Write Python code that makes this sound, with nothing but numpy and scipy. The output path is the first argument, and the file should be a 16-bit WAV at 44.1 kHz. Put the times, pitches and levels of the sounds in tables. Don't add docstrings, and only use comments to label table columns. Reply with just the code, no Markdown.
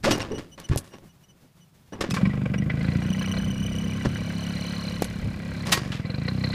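import sys
import numpy as np
from scipy import signal
from scipy.fft import rfft, irfft
from scipy.io import wavfile

SR = 44100
rng = np.random.default_rng(int(sys.argv[2]) if len(sys.argv) > 2 else 0)


def wav_out(sig):
    wavfile.write(sys.argv[1], SR, np.round(np.clip(np.atleast_2d(sig).T, -1, 1) * 32767).astype(np.int16))


N = 288414
TIME = np.arange(N) / SR

# (frequency [Hz], relative level [dB])
STREET_TONE = [(15, -58), (25, -1), (55, -3.5), (173, 6.5), (289, -12.5), (631, -14.5), (919, -16),
               (1050, -17), (2700, -21), (5880, -24.5), (7500, -26.5), (14300, -28), (15500, -27)]
STREET_DB = -57
# (frequency [Hz], relative level [dB])
GUSTS = [(0, -39), (1.9, -101), (2.3, -37), (3.6, -39), (4.5, -43.5), (5.3, -33.5), (6.54, -60)]
WIND_TONE = [(15, -22), (35, -9), (65, -1), (130, 0), (190, -6), (280, -15), (600, -30), (3000, -66)]

# (time [s], rise [s], t60 [s], relative level [dB], brightness [dB per octave])
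RUBS = [(0.026, 0.024, 0.12, -4, -0.7), (0.069, 0.002, 0.74, -12, -3.5), (0.099, 0.013, 0.14, -7, 1.5),
        (0.194, .006, 0.16, -15, -0.5), (0.301, 0.011, 0.57, -27.5, -8), (0.378, 0.0051, 0.24, -25, -0.4),
        (.576, 0.0028, 0.34, -26, -1.5), (0.694, 0.026, 0.31, -17.5, -3.5), (0.907, 0.034, 0.13, -29, -2.7),
        (1.919, 0.0057, 0.62, -26, -5.5), (2.005, 0.0057, 0.089, -7, -0.3),
        (2.038, 0.0019, 0.24, -17.5, -3.6), (2.094, 0.015, 0.065, -19.5, 3), (2.136, 0.0046, 0.18, -16, 1),
        (4.044, 0.0088, 0.09, -10, -2.9), (5.646, 0.015, 1, -17.5, -0.5), (5.762, 0.015, 0.056, -17.5, 1.5)]
# (frequency [Hz], relative level [dB])
RUB_TONE = [(20, 0), (55, -3.5), (100, 2.5), (250, 4), (500, -2), (1900, -5.5), (5300, -10), (11500, -25),
            (16000, -39)]
# (time [s], relative level [dB])
FIDGET = [(.95, -56), (1.85, -65)]
# (time [s], t60 [s], relative level [dB], brightness [dB per octave])
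CLACKS = [(.598, 0.034, -38.5, 1.7), (.686, 0.039, -25, -3), (.772, .075, -24.5, 2.5),
          (0.84, 0.34, -41, -2.5), (0.982, 0.012, -30, -5.5), (5.022, .05, -17.5, -2.5),
          (5.042, 0.043, -27.5, 1.5), (5.668, 0.013, -20, -1)]
# (frequency [Hz], relative level [dB])
CLACK_TONE = [(20, -34.5), (100, 3.5), (650, -4.5), (1900, -3), (5300, -0.5), (11500, -3.5), (16000, -31)]
# (frequency [Hz], width [Hz], level over the direct sound [dB])
BODYWORK = [(343, 64, -5), (545, 21, 1), (1110, 62, -1.5), (1730, 140, -3.5), (2860, 55, -7)]
# (time [s], level [dB])
THUMPS = [(0.698, -26.5), (0.712, -23.5), (.762, -28), (4.068, -27.5), (5.018, -57)]
# (frequency [Hz], relative level [dB], t60 [s])
FRAME = [(63.6, -39, 0.12), (90.5, 1, 0.18), (127, 12.5, 0.069), (153, -20, 0.048)]

# (time [s], length [s], mean pitch [Hz], level [dB])
GROANS = [(0.057, 0.044, 577, -20), (0.292, 0.076, 425, -30.5)]
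# (time [s], length [s], mean pitch [Hz], level [dB])
SQUEAKS = [(0.103, 0.062, 2850, -33.5), (0.212, 0.016, 2804, -33.5), (0.314, 0.013, 2890, -43),
           (0.329, 0.064, 2920, -46.5), (0.507, 0.056, 2950, -52.5), (0.632, .04, 2930, -46),
           (0.896, 0.086, 2840, -59.5), (1.08, 0.05, 2930, -65), (1.226, 0.036, 2930, -61.5),
           (1.275, 0.056, 2980, -60.5), (1.591, .07, 2950, -64), (1.919, 0.036, 2920, -49.5),
           (2.107, 0.027, 2590, -38), (2.577, 0.02, 2890, -41)]
# (time [s], level before the filter [dB])
TAPS = [(0.1824, 5), (0.7603, 10.5), (5.0218, 17)]
# (frequency [Hz], level [dB])
TAP_TONE = [(20, -20), (150, 3), (450, 5.5), (800, -0.5), (1300, -21), (2200, -30.5), (5000, -23.5),
            (15000, -23)]

# (time [s], rate [firings per second])
SPEED = [(2.08, 29.85), (2.14, 17.71), (2.26, 24.86), (2.54, 24.05), (3.14, 31.3), (3.6, 32.25),
         (3.9, 33.47), (4.55, 35.07), (5.4, 34.18), (5.61, 34.82), (5.78, 25.22), (6.05, 18.89),
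         (6.28, 31.07), (6.54, 32.74)]
CRUISE_PER_S = 32
# (time [s], level [dB])
THROTTLE = [(2.08, -8), (2.2, 3), (2.5, -1), (2.7, -1), (2.85, 3), (3.0, 1), (3.35, 1), (3.55, -0.5),
            (4.3, 0.5), (4.87, 1), (5.03, -0.5), (5.4, -1.5), (5.6, 0), (5.97, -4), (6.08, 1), (6.3, -1),
            (6.54, 1)]
# (time [s], relative level [dB])
LOAD = [(2.08, -22), (2.5, -21), (3.0, -21.5), (3.15, -29.5), (3.55, -25), (4.0, -26), (4.5, -31),
        (5.1, -38), (5.55, -29.5), (5.95, -24.5), (6.54, -21)]
# (time [s], nearness to the head [dB])
NEARNESS = [(2.08, -6), (3.2, -.5), (4.1, 0.5), (4.6, 2.5), (6.54, 4.5)]
# (level at cruising speed [dB], throttle [dB per dB],
# speed [dB per extra firing a second], nearness [dB per dB])
INTAKE_LAW = (-30, 0.64, 0.2, -1.04)
CLATTER_LAW = (-42.5, 1.63, -0.07, -0.02)
FINS_LAW = (-58.5, 6.5, 0.28, 3)
VALVES_LAW = (-54.5, 2.23, 0.7, .5)
SETTLE_START_S, SETTLE_END_S, SETTLED_SHARE = 3.0, 4.2, 0.45
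ADVANCE_TURNS_PER_HZ = 0.027

# (frequency [Hz], relative level [dB], t60 [s])
SILENCER = [(80, -12, .06), (135, 0, .036), (235, -11, .03)]
AIR_BOX = [(189.7, 10, 0.079)]
# (time [s], extra level [dB])
KNOCKS = [(2.16, 16.5), (2.207, 5.5), (2.251, 7.5), (2.455, 9.5), (2.54, 13.5), (2.699, 10), (3.015, 5.5),
          (3.21, 7.5), (3.274, 6.5), (3.337, 6.5), (3.37, 11), (6.282, 14.5), (6.438, 9.5)]
# (frequency [Hz], width [Hz], relative level [dB])
CASE = [(492, 52, 5.5), (1055, 45, 2.5), (1530, 296, 2), (1955, 146, 6), (2280, 100, 5.5), (2830, 220, -33),
        (4780, 60, -8)]
# (frequency [Hz], relative level [dB])
CLATTER_TONE = [(150, -18), (330, 4), (520, 10.5), (850, 5.5), (1600, 4.5), (2500, -11), (3500, -21.5),
                (5000, -13), (7000, -16), (15000, -42)]
# (frequency [Hz], relative level [dB], t60 [s])
PANELS = [(313.5, -9.5, 0.36), (466, -3.5, 0.25), (550, -14, 0.1), (619.4, 0.5, 0.12), (1071, -27, 0.15),
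          (1590, -22, 0.034)]
# (frequency [Hz], relative level [dB])
VALVE_TONE = [(1000, 6.5), (3000, 6), (5000, 3.5), (7500, -1.5), (10000, -5.5), (15000, -16)]
# (time [s], relative level [dB])
SHAKE = [(2.9, -67), (3.15, -48), (3.7, -45), (4.0, -51.5), (4.4, -49.5), (4.95, -51), (5.35, -68)]

GEAR_S, GEAR_DB = 5.713, -25
# (frequency [Hz], relative level [dB], t60 [s])
GEARBOX = [(1047, -4, .09), (1100, -1, .09), (1891, 2, .09), (2396, 0, .09), (3730, -6, .08),
           (4472, -2, .09), (4766, -3, .08), (6528, -9, .08)]
# (frequency [Hz], level [dB])
SLAM_TONE = [(20, -23), (100, -18), (500, -14), (1900, -6.5), (5300, -9.5), (11500, -19.5), (16000, -23)]
CHAIN_S, CHAIN_DB = 5.913, -20
# (frequency [Hz], relative level [dB])
CHAIN_TONE = [(20, -25), (500, -10), (1500, -6.5), (2300, -4.5), (3200, -6.5), (5300, -15), (11500, -33.5),
              (16000, -42)]


def amp(db):
    return 10 ** (np.asarray(db) / 20)


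def evened(x):
    return x / np.sqrt(np.mean(x ** 2) + 1e-20)


def level(rows):
    s, db = np.transpose(rows)
    edge = np.interp(TIME, [s[0] - 0.02, s[0], s[-1], s[-1] + 0.05], [0, 1, 1, 0])
    return edge * amp(np.interp(TIME, s, db))


def colour(x, points):
    size = 4096
    hz, db = np.transpose(points)
    grid_hz = abs(np.fft.fftfreq(size, 1 / SR)) + 1
    log_gain = np.log(amp(np.interp(np.log(grid_hz), np.log(hz), db)))
    minimum_phase = np.exp(np.conj(signal.hilbert(log_gain)))
    impulse = np.fft.ifft(minimum_phase).real[:size // 2]
    return signal.oaconvolve(x, impulse)[:len(x)]


def tilted(tone, db_per_octave):
    return [(hz, db + db_per_octave * np.log2(max(hz, 350) / 1000)) for hz, db in tone]


def drift(per_s):
    lowpass = 1 / (1 + (np.fft.rfftfreq(N, 1 / SR) / per_s) ** 4)
    return evened(irfft(rfft(rng.standard_normal(N)) * lowpass, N))


def add(mix, s, sound):
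    part = mix[max(round(s * SR), 0):][:len(sound)]
    part += sound[:len(part)]


def ring(modes):
    t = np.arange(SR // 3) / SR
    return sum(amp(db - 60 * t / t60) * np.sin(2 * np.pi * hz * t) for hz, db, t60 in modes)


def resonate(x, hz, width):
    return signal.lfilter(*signal.iirpeak(hz, hz / width, SR), x)


def burst(rise, t60):
    t = np.arange(SR // 3) / SR
    return np.minimum(t / rise, 1) ** 2 * amp(-60 * np.maximum(t - rise, 0) / t60)


def slip_noise(spread_db, per_s):
    return evened(rng.standard_normal(N) * amp(spread_db * drift(per_s)))


def scuff(slips, s, rise, t60, tone):
    shape = burst(rise, t60)
    return colour(shape * slips[int(s * SR):][:len(shape)], tone)


def squeal(hz, overtone_db, fall_db):
    phase = 2 * np.pi * np.cumsum(hz) / SR
    overtones = sum(amp(overtone_db - fall_db * k) * np.sin((k + 2) * phase) for k in range(4))
    return np.sqrt(2) * (np.sin(phase) + overtones)


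def single_squeals(rows, waver, overtone_db, fall_db):
    out = np.zeros(N)
    for s, length, pitch_hz, db in rows:
        swell = np.hanning(int(length * SR))
        hz = pitch_hz * waver[int(s * SR):][:len(swell)]
        add(out, s, amp(db) * swell * squeal(hz, overtone_db, fall_db))
    return out


def engine_rate():
    return np.interp(TIME, *np.transpose(SPEED))


def response(law):
    db, by_throttle, by_speed, by_nearness = law
    speed_db = by_speed * (engine_rate() - CRUISE_PER_S)
    nearness_db = by_nearness * np.interp(TIME, *np.transpose(NEARNESS))
    return amp(db + speed_db + nearness_db) * level(THROTTLE) ** abs(by_throttle)


def strokes(turn, spread_db, jitter):
    rate = np.interp(TIME, *np.transpose(SPEED), left=0)
    cycles = np.cumsum(rate) / SR
    at = np.flatnonzero(np.diff(np.floor(cycles - turn)) > 0)
    uneven = np.interp(TIME[at], [SETTLE_START_S, SETTLE_END_S], [1, SETTLED_SHARE])
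    size, late = uneven * rng.standard_normal((256, 2))[:len(at)].T
    clicks = np.zeros(N)
    clicks[np.clip(at + (late * jitter * SR).astype(int), 0, N - 1)] = amp(spread_db * size)
    return clicks


def repeat(clicks, shape):
    x = signal.oaconvolve(clicks, shape)[:N]
    return x / np.sqrt(np.mean(x[TIME > SPEED[0][0]] ** 2))


def puff(clicks, modes, soft_hz, lowest_hz):
    rounded = signal.lfilter(*signal.butter(2, soft_hz, fs=SR), ring(modes))
    opening = signal.butter(3, lowest_hz, "high", fs=SR, output="sos")
    return -repeat(clicks, signal.sosfilt(opening, rounded))


def air():
    street = evened(colour(rng.standard_normal(N), STREET_TONE)) * amp(2.0 * drift(15))
    gusts = level(GUSTS) * amp(3.5 * drift(14))
    return amp(STREET_DB) * street + gusts * evened(colour(rng.standard_normal(N), WIND_TONE))


def bumps():
    slips = slip_noise(spread_db=3.94, per_s=640)
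    out = level(FIDGET) * amp(5.3 * drift(12)) * colour(slips, tilted(RUB_TONE, db_per_octave=-7.0))
    for s, rise, t60, db, bright in RUBS:
        add(out, s, amp(db) * scuff(slips, s, rise, t60, tilted(RUB_TONE, bright)))
    for s, t60, db, bright in CLACKS:
        add(out, s, amp(db) * scuff(slips, s, 0.0026, t60, tilted(CLACK_TONE, bright)))
    bodywork = sum(amp(db) * resonate(out, hz, width) for hz, width, db in BODYWORK)
    out = amp(-3.5) * (out + bodywork)
    thump = -signal.lfilter(*signal.butter(1, 400, fs=SR), ring(FRAME))
    for s, db in THUMPS:
        add(out, s, amp(db) * thump)
    return out


def groans():
    waver = 1 + 0.066 * drift(43) + 0.061 * drift(270)
    return single_squeals(GROANS, waver, overtone_db=-15.5, fall_db=19)


def squeaks():
    waver = 1 + 0.006 * drift(45) + 0.018 * drift(700)
    return single_squeals(SQUEAKS, waver, overtone_db=-1.5, fall_db=11.0)


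def taps():
    blows = np.zeros(N)
    for s, db in TAPS:
        add(blows, s, amp([db]))
    return colour(blows, TAP_TONE)


def gas_flow():
    exhaust_beats = strokes(-0.134, spread_db=2.6, jitter=0.00038)
    exhaust = puff(exhaust_beats, SILENCER, soft_hz=301, lowest_hz=93.3)
    gulps = strokes(0.2575, spread_db=3.5, jitter=0.0001)
    intake = puff(gulps, AIR_BOX, soft_hz=310, lowest_hz=78)
    return amp(-5.5) * level(LOAD) * exhaust + response(INTAKE_LAW) * intake


def crankcase(rattle):
    case = evened(sum(amp(db + 4.2 * drift(22)) * resonate(rattle, hz, width) for hz, width, db in CASE))
    return colour(case, [(150, -42), (310, -0.5), (460, 2.0), (3000, -2), (6000, -4.0), (12000, -47)])


def cooling_fins(blows):
    shiver = (0.03 + repeat(blows, burst(rise=0.011, t60=0.04))) * rng.standard_normal(N)
    return evened(resonate(resonate(shiver, 4110, 230), 4150, 770))


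def clatter():
    advance = ADVANCE_TURNS_PER_HZ * (engine_rate() - CRUISE_PER_S)
    blows = strokes(-0.5 - advance, spread_db=0.0, jitter=0.0008)
    blows *= amp(sum(db * (abs(TIME - s) < 0.018) for s, db in KNOCKS))
    surge = 0.65 + repeat(blows, burst(rise=0.006, t60=0.052))
    rattle = surge * rng.standard_normal(N) * amp(drift(600))
    broad = evened(colour(rattle, CLATTER_TONE))
    panels = repeat(strokes(-0.3, spread_db=1.2, jitter=0.00005), ring(PANELS))
    body = amp(-1.5) * crankcase(rattle) + amp(-4.5) * broad + amp(-13.0) * panels
    return response(CLATTER_LAW) * body + response(FINS_LAW) * cooling_fins(blows)


def valves():
    tick_clicks = strokes(0.25, spread_db=2.5, jitter=0.0004)
    ticks = 0.9 + repeat(tick_clicks, burst(rise=0.0015, t60=0.04))
    return response(VALVES_LAW) * evened(colour(ticks * rng.standard_normal(N), VALVE_TONE))


def loose_part():
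    shake = repeat(strokes(-0.24, spread_db=2.6, jitter=0.0012), np.hanning(int(0.028 * SR)))
    strength = amp(-1.0) * level(SHAKE) * amp(4.6 * drift(190))
    hz = 2965 * (1 + 0.012 * drift(30) + 0.011 * drift(500))
    return strength * shake * squeal(hz, overtone_db=-6, fall_db=7.0)


def gear():
    out, shape = np.zeros(N), burst(rise=0.0086, t60=0.24)
    grate = shape * rng.standard_normal(len(shape))
    grate /= np.linalg.norm(grate)
    add(out, GEAR_S, amp(GEAR_DB) * signal.oaconvolve(grate, ring(GEARBOX)))
    slips = slip_noise(spread_db=1.1, per_s=670)
    add(out, GEAR_S, scuff(slips, GEAR_S, rise=0.013, t60=0.097, tone=SLAM_TONE))
    return out


def chain():
    out, slips = np.zeros(N), slip_noise(spread_db=2.3, per_s=220)
    scrape = scuff(slips, CHAIN_S, rise=0.0074, t60=0.32, tone=CHAIN_TONE)
    add(out, CHAIN_S, amp(CHAIN_DB) * scrape)
    return out


def scene():
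    handling = bumps() + groans() + squeaks() + taps()
    engine = gas_flow() + clatter() + valves() + loose_part()
    return (air() + handling + engine + gear() + chain())[None]


def record(dry):
    lowpass = signal.firwin(511, 15350, window=("kaiser", 9), fs=SR)
    return signal.oaconvolve(dry, lowpass[None], "same")


dry = scene()
out = record(dry)
wav_out(out)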